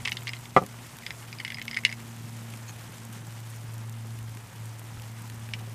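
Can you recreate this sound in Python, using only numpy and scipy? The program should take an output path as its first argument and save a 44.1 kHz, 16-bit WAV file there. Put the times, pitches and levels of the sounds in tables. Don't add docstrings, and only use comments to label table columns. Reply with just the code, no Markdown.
import sys
import numpy as np
from scipy import signal
from scipy.fft import rfft, irfft
from scipy.io import wavfile
from scipy.ndimage import uniform_filter1d, map_coordinates

SR = 44100
rng = np.random.default_rng(int(sys.argv[2]) if len(sys.argv) > 2 else 0)


def ratio(d):
    e = np.asarray(d, float) / 20
    return 10 ** e


def wav_out(sig):
    wavfile.write(sys.argv[1], SR, np.round(np.clip(np.atleast_2d(sig).T, -1, 1) * 32767).astype(np.int16))


N = 253134


def ice():
    # start in seconds, peak in dB, wall pitch in Hz, cube over wall in dB,
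    # cube pitch in Hz.
    lowering = [(.002, -38.5, 2170, -3, 3020), (0.0505, -29.5, 2050, 8.5, 3400),
                (0.0542, -20, 2290, 0.5, 3040), (.0741, -19.5, 2110, -3, 2680),
                (0.0812, -28.5, 1960, 4.5, 3120), (0.09, -29, 2240, -11, 3330), (.118, -23, 2180, 3, 2880),
                (0.1686, -32, 2110, 8.5, 3670), (.219, -39, 2200, -4, 3090), (0.2699, -24, 2140, -1, 2770),
                (0.2768, -30, 2180, 5, 4040), (.2844, -29, 2270, -9, 3980), (0.2908, -27, 2140, -.6, 2770),
                (.333, -28.5, 2110, 2.5, 2860), (.365, -40.5, 2090, 1.5, 4140),
                (.4546, -41, 2190, 3.5, 3290)]
    # start in seconds, peak in dB, wall pitch in Hz, cube over wall in dB.
    gripping = [
        (1.0225, -40, 2280, -6),
        (1.0334, -39, 2000, -1),
        (1.0636, -27, 2150, -2),
        (1.105, -27.5, 2100, -4),
        (1.2261, -41, 2170, -11),
        (1.278, -42, 2460, -7),
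        (1.327, -40, 2200, 10.5),
        (1.385, -44, 2420, 5),
        (1.3975, -34, 2080, -13),
    ]
    # start in seconds, peak in dB, wall pitch in Hz, cube over wall in dB.
    lifting = [(1.4002, -24.5, 2080, -4.5), (1.411, -36, 2120, -4), (1.448, -22, 2170, -0.4),
               (1.464, -32, 2103, -7), (1.4775, -27.5, 2110, -2.5), (1.502, -27.5, 2120, -3),
               (1.5196, -31, 2010, -2), (1.5431, -31, 2150, -1.5), (1.5698, -31, 2180, -13),
               (1.5834, -27, 2040, -8), (1.5945, -35, 2103, -2), (1.615, -28, 2200, 0.5),
               (1.679, -23.5, 2230, -5), (1.7107, -30, 2080, -1), (1.7297, -30, 2110, -8),
               (1.734, -34, 2200, -10), (1.7432, -28, 2120, 0.5), (1.7647, -25, 2160, -10),
               (1.7696, -15, 2100, -8), (1.7795, -33, 2190, -19), (1.7864, -29.5, 2136, -10),
               (1.8351, -31, 2170, -18), (1.8492, -12.5, 2190, 5.5), (1.857, -30, 2010, -18),
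               (1.8634, -27, 2030, -11), (1.8798, -33, 2050, -6), (1.891, -28, 2150, -11),
               (1.8974, -35, 2050, -2), (1.9135, -32, 2100, -2), (1.925, -25.5, 2200, -7)]
    # start in seconds, peak in dB, wall pitch in Hz, cube over wall in dB,
    # cube pitch in Hz.
    tilted = [
        (5.5353, -20, 2340, -7, 3000),
        (5.541, -34, 2400, -1, 3050),
    ]
    # level under the first in dB, pitch in Hz.
    second_levels = (-18, -8, -15, -16)
    second_pitches = (5010, 5010, 5000, 5480)
    slosh_levels = (-12, -21, -30, -40)
    rim_s = [.0816, .2914, 1.5432, 1.7108, 1.7424, 1.857, 1.8974]

    out, t = np.zeros(N), np.arange(SR // 10) / SR
    phases = zip((lowering, gripping, lifting, tilted), second_levels, second_pitches, slosh_levels)
    for knocks, phase_second_db, second_hz, slosh_db in phases:
        for s, db, wall_hz, cube_db, *own_hz in knocks:
            second_db = phase_second_db + 0.64 * (cube_db + 6.5) + 3.5 * rng.standard_normal()
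            if np.abs(np.subtract(rim_s, s)).min() < .003:
                second_db += 9.5
            third_db = 0.2 * second_db - 19 + 2.5 * rng.standard_normal()
            cube_hz = own_hz[0] if own_hz else 2970 * np.exp(0.078 * rng.standard_normal())
            clink = glass_wall(t, wall_hz, second_hz, second_db, third_db)
            clink += ice_cube(t, cube_hz, cube_db)
            clink += ring(t, 1140 * (1 + 0.1 * rng.standard_normal()), slosh_db, 0.016, 0.00096)
            clink += scrape(t, cube_hz, cube_db, third_db)
            add(out, s + .001, ratio(db + 2.5) * clink)
    return out


def glass_wall(t, hz, second_hz, second_db, third_db):
    wall_t60 = (0.019, 0.018, 0.010)
    shift = rng.standard_normal(4)
    wall = ring(t, hz, 0, wall_t60[0] * (2100 / hz) ** 3, .0004) * flutter(t, depth=.4)
    wall += ring(t, hz * (1.122 + 0.1 * shift[0]), -9, 0.019, 0.00039)
    second = ring(t, second_hz * (1 + .008 * shift[1]), second_db, wall_t60[1], .0002)
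    wall += second * flutter(t, depth=.45)
    wall += ring(t, 8700 * (1 + .02 * shift[2]), third_db, wall_t60[2], .0003)
    return wall


def ice_cube(t, hz, db):
    # pitch in Hz, level in dB, decay to -60 dB in seconds.
    cube_modes = [(1020, -43, .012), (1430, -22, 0.013), (2566, -9, 0.02), (3050, -14, 0.015),
                  (3344, -1, 0.006), (3900, -5, 0.012), (4690, -6.5, 0.0081), (5900, -2.5, 0.0079),
                  (7380, -15, 0.008)]
    cube = ring(t, hz, db - 3.0, 0.012, 0.00043)
    for mode_hz, mode_db, t60 in cube_modes:
        detune, chance = rng.standard_normal(2)
        cube += ring(t, mode_hz * (1 + 0.067 * detune), db - 10.0 + mode_db + 2.0 * chance, t60, 0.00026)
    return cube


def scrape(t, cube_hz, cube_db, third_db):
    grit = ratio(-60 * t / [[.02], [.018]]) * rng.standard_normal((2, len(t)))
    rub = ratio(cube_db + 5.0) * band(grit[0], 0.76 * cube_hz, 1.05 * cube_hz)
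    rub += ratio(third_db + 6.0) * band(grit[1], 4100, 14000)
    crack = band(ratio(cube_db + 7.5 - 60 * t / 0.00067), 2000, 7300)
    return band(band(rub - crack, 1880, 9600), 1920, 10200)


def table():
    # start in seconds, peak in dB,
    # softness (highest pitch reached) in Hz.
    set_down = [(.5638, -10, 5900), (0.5714, -16.5, 5000), (0.5796, -17.5, 1520), (0.6158, -25.5, 500),
                (.6225, -32, 900), (0.632, -33.5, 600), (.643, -49, 800), (.657, -41, 300),
                (5.564, -45, 600), (5.611, -46, 898), (5.675, -43, 600)]
    # pitch in Hz, level in dB.
    table_modes = [(90, -20), (135, -17), (195, -10), (238, -22.5), (295, -8), (409, 0.5), (528, 2.5),
                   (673, 2.5), (782, -0.5), (860, -6), (950, -14), (1032, -4), (1168, 4.5), (1297, 1.5),
                   (1440, -10), (1560, -17), (1696, -10), (1969, -4), (2130, -9), (2370, -10.5), (2690, -14),
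                  (3030, -23), (3400, -20.5), (3700, -28)]
    out, t = np.zeros(N), np.arange(SR // 5) / SR
    board = np.zeros(len(t))
    for hz, mode_db in table_modes:
        board += ring(t, hz, mode_db, 0.045 * (500 / hz) ** 0.32, 0.00078, rng.uniform(0, 2 * np.pi))
    for s, db, soft_hz in set_down:
        jar = ratio(-18 - 60 * t / 0.1) * band(rng.standard_normal(len(t)), 1800, 11000)
        add(out, s, ratio(db) * band(board + jar, 80, soft_hz))
    return out


def drops():
    # start in seconds, peak in dB, low part in dB.
    near = [(.0954, -34, -3), (.1124, -35, -10), (.1265, -27.5, -8.5), (.2324, -35, -6), (.3884, -38, -15),
            (.636, -38, -3), (.6631, -30, -11), (.9861, -33.5, -7), (1.5213, -36, -2), (1.6235, -34, -23),
            (1.6529, -35.5, -2), (2.0014, -38, -4), (2.5718, -37, -15), (2.5369, -38, 1.5),
            (2.6934, -40.5, 3), (3.0505, -33.5, -22), (3.1262, -36, -7), (3.1326, -35, -1.5),
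            (4.1882, -36, -5), (3.501, -32, -25), (3.8949, -35, -22), (3.9398, -49.5, 10),
            (4.371, -38, -1.5), (4.6561, -36, -11), (4.7934, -33.5, -16), (4.9964, -42, 3.5),
            (5.0197, -35, -14), (5.2194, -36, -6), (5.2982, -33.5, -6), (5.4888, -44.5, 6)]
    out, t = np.zeros(N), np.arange(SR // 10) / SR
    count = 70
    slots = (np.arange(count) + rng.random(count)) * N / SR / count
    faint = [(s, -41 + 2.5 * rng.standard_normal(), -13) for s in slots]
    for s, db, low_db in [*near, *faint]:
        hz = 6860 * np.exp(0.23 * rng.standard_normal())
        snap = ratio(-60 * t / 0.011) * rng.standard_normal((2, len(t)))
        drop = band(snap[0], 0.68 * hz, 14000)
        drop += ratio(low_db + 12.0) * band(snap[1], 1200, 3040)
        drop += ring(t, hz, -6, .006, .0001)
        add(out, s + .0006, ratio(db - 1.5) * drop)
    return out


def chink():
    # start in seconds, peak in dB.
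    touches = [
        (2.6803, -30),
        (2.6884, -34),
        (2.6984, -33),
    ]
    # pitch in Hz, level in dB, decay to -60 dB in seconds.
    metal_modes = [(2540, -8, 0.017), (4320, -13.5, 0.04), (6430, -9, 0.046), (6900, -6, .02)]
    out, t = np.zeros(N), np.arange(SR // 10) / SR
    for s, db in touches:
        for hz, mode_db, t60 in metal_modes:
            add(out, s, ratio(db) * ring(t, hz, mode_db, t60, 0.0013) * flutter(t, depth=0.61))
    return out


def drone():
    # time in seconds, level in dB.
    motor_level = [(0, -43.5), (.36, -40), (.53, -51), (.77, -45), (.95, -54), (1.2, -44), (1.51, -51.5),
                   (1.96, -42.5), (2.54, -40.5), (2.84, -44.5), (3.34, -41.5), (3.6, -40.5), (3.72, -37),
                   (4.29, -37.5), (4.5, -50.5), (4.62, -38), (4.83, -42.5), (5.74, -38.5)]
    # middle in seconds, half length in seconds, level in dB.
    octave_swells = [(0, 0.13, -60), (.45, 0.45, -58.5), (.76, 0.042, -56), (1.03, 0.02, -54),
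                     (1.85, 0.41, -50.5), (2.45, 0.24, -53), (3.1, 0.17, -53), (4.0, 0.24, -53.5),
                     (5.35, 0.37, -55.5)]
    db, = curves(motor_level)
    hz = 111.75 + 7 * np.exp(-np.arange(N) / SR / 2.4)
    turn = 2 * np.pi * np.cumsum(hz) / SR + 0.04 * wobble(13)
    tone = ratio(db + 0.18 * wobble(22.0)) * np.sin(turn)
    octave = swells(octave_swells, base_db=-65.5) * ratio(.9 * wobble(25)) * np.sin(2 * turn + .3 * wobble(15))
    return np.sqrt(2) * (tone + octave)


def air():
    # frequency in Hz, level in dB per Hz.
    patter_spectrum = [(1760, 0.5), (3000, 0), (4220, -4), (8160, -2.5), (13300, -9), (15000, -12),
                       (15800, -32.5)]
    body_spectrum = [(160, -35), (280, -2.5), (531, -2), (624, -2.5), (937, 1.5), (1070, -1.5), (1880, -5),
                     (2160, -6.5), (4500, -23.5), (5850, -57), (9900, -120)]
    rumble_spectrum = [(60, -42), (90, -6), (110, 2), (150, 1.5), (250, -6), (350, -11), (600, -32.5)]
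    traffic_spectrum = [(15, -40), (35, -10), (50, -12), (75, -3), (95, -2), (130, -57)]
    # time in seconds, level in dB.
    patter_level = [(0, -50), (.5, -52), (1.1, -50.5), (2.0, -51.5), (2.5, -48.5), (3.5, -52), (4.5, -52.5),
                    (5.3, -51.5), (5.74, -50.5)]
    # middle in seconds, half length in seconds, level in dB.
    passes = [(0, 0.16, -55), (.5, 0.19, -62), (.88, .06, -62), (1.12, 0.027, -57), (2.86, .1, -64),
              (4.29, .15, -53), (4.97, .1, -58), (5.42, .11, -53), (5.74, .1, -58)]
    swell = wobble(18)
    patter_db = curves(patter_level)[0] + 0.25 * wobble(4.39) + 0.88 * swell
    patter = ratio(patter_db) * rush(patter_spectrum, patchy_db=1.5, spiky_db=1.5)
    body_db = -53.5 + 0.5 * wobble(3.64) + 0.35 * swell
    body = ratio(body_db) * rush(body_spectrum, patchy_db=1.1, spiky_db=1.1)
    rumble = ratio(-50.5 + 0.47 * wobble(3.1)) * rush(rumble_spectrum, patchy_db=2.1, spiky_db=2.4)
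    traffic = swells(passes, base_db=-63) * rush(traffic_spectrum, patchy_db=4.0, spiky_db=-2.0)
    return patter + body + rumble + traffic


def room(x):
    # frequency in Hz, decay to -60 dB in seconds.
    room_t60 = [(200, 0.099), (2000, 0.062), (10000, 0.074)]
    hz, t, z = signal.stft(rng.standard_normal(SR // 4), SR, nperseg=256)
    tail = signal.istft(z * ratio(-60 * t / along(room_t60, hz)[:, None]), SR, nperseg=256)[1]
    late = np.pad(x, (120, 0))
    return signal.fftconvolve(late, tail / np.linalg.norm(tail))[:N]


def ring(t, hz, db, t60, attack, phase=0):
    return ratio(db - 60 * t / t60) * np.sin(2 * np.pi * hz * t + phase) * (1 - np.exp(-t / attack))


def flutter(t, depth):
    return 1 + depth * unit(band(rng.standard_normal(len(t)), 40, 400))


def rush(spectrum, patchy_db, spiky_db):
    z = signal.stft(rng.standard_normal(N), nperseg=256)[2]
    field = uniform_filter1d(rng.standard_normal(z.shape), 24, 0)
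    field = uniform_filter1d(field, 4, 1)
    x = signal.istft(z * ratio(patchy_db * unit(field)), nperseg=256)[1][:N]
    x = x * ratio(spiky_db * wobble(400))
    shape = ratio(along(spectrum, np.fft.rfftfreq(N, 1 / SR)))
    return unit(irfft(rfft(x) * shape, N))


def swells(rows, base_db):
    t = np.arange(N) / SR
    return ratio(base_db) + sum(ratio(db) * np.exp(-((t - s) / half) ** 2) for s, half, db in rows)


def wobble(rate):
    return map_coordinates(rng.standard_normal(int(N * rate / SR) + 4), [np.arange(N) * rate / SR])


def curves(rows):
    s, *cols = np.transpose(rows)
    return [np.interp(np.arange(N) / SR, s, c) for c in cols]


def along(points, hz):
    f, v = np.transpose(points)
    return np.interp(np.log(hz + 1), np.log(f + 1), v)


def band(x, lo_hz, hi_hz):
    return signal.sosfilt(signal.butter(2, [lo_hz, min(hi_hz, .45 * SR)], "band", fs=SR, output="sos"), x)


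def unit(x):
    return x / np.sqrt(np.mean(x ** 2) + 1e-20)


def add(track, s, sound):
    part = track[round(s * SR):][:len(sound)]
    part += sound[:len(part)]


def scene():
    glass, board = ice(), table()
    near = glass + board + ratio(-9.5) * room(glass) + ratio(-13) * room(board)
    far = drops() + chink() + drone() + air()
    return (near + far)[None]


def top_cut(x):
    return signal.sosfilt(signal.butter(12, 15990, fs=SR, output="sos"), x)


def record(dry):
    squeezed = dry / (1 + np.abs(dry / .75) ** 4) ** (1 / 4)
    soft = signal.sosfilt(signal.ellip(12, .5, 70, 15050, fs=SR, output="sos"), squeezed)
    return top_cut(soft)


dry = scene()
out = record(dry)
wav_out(out)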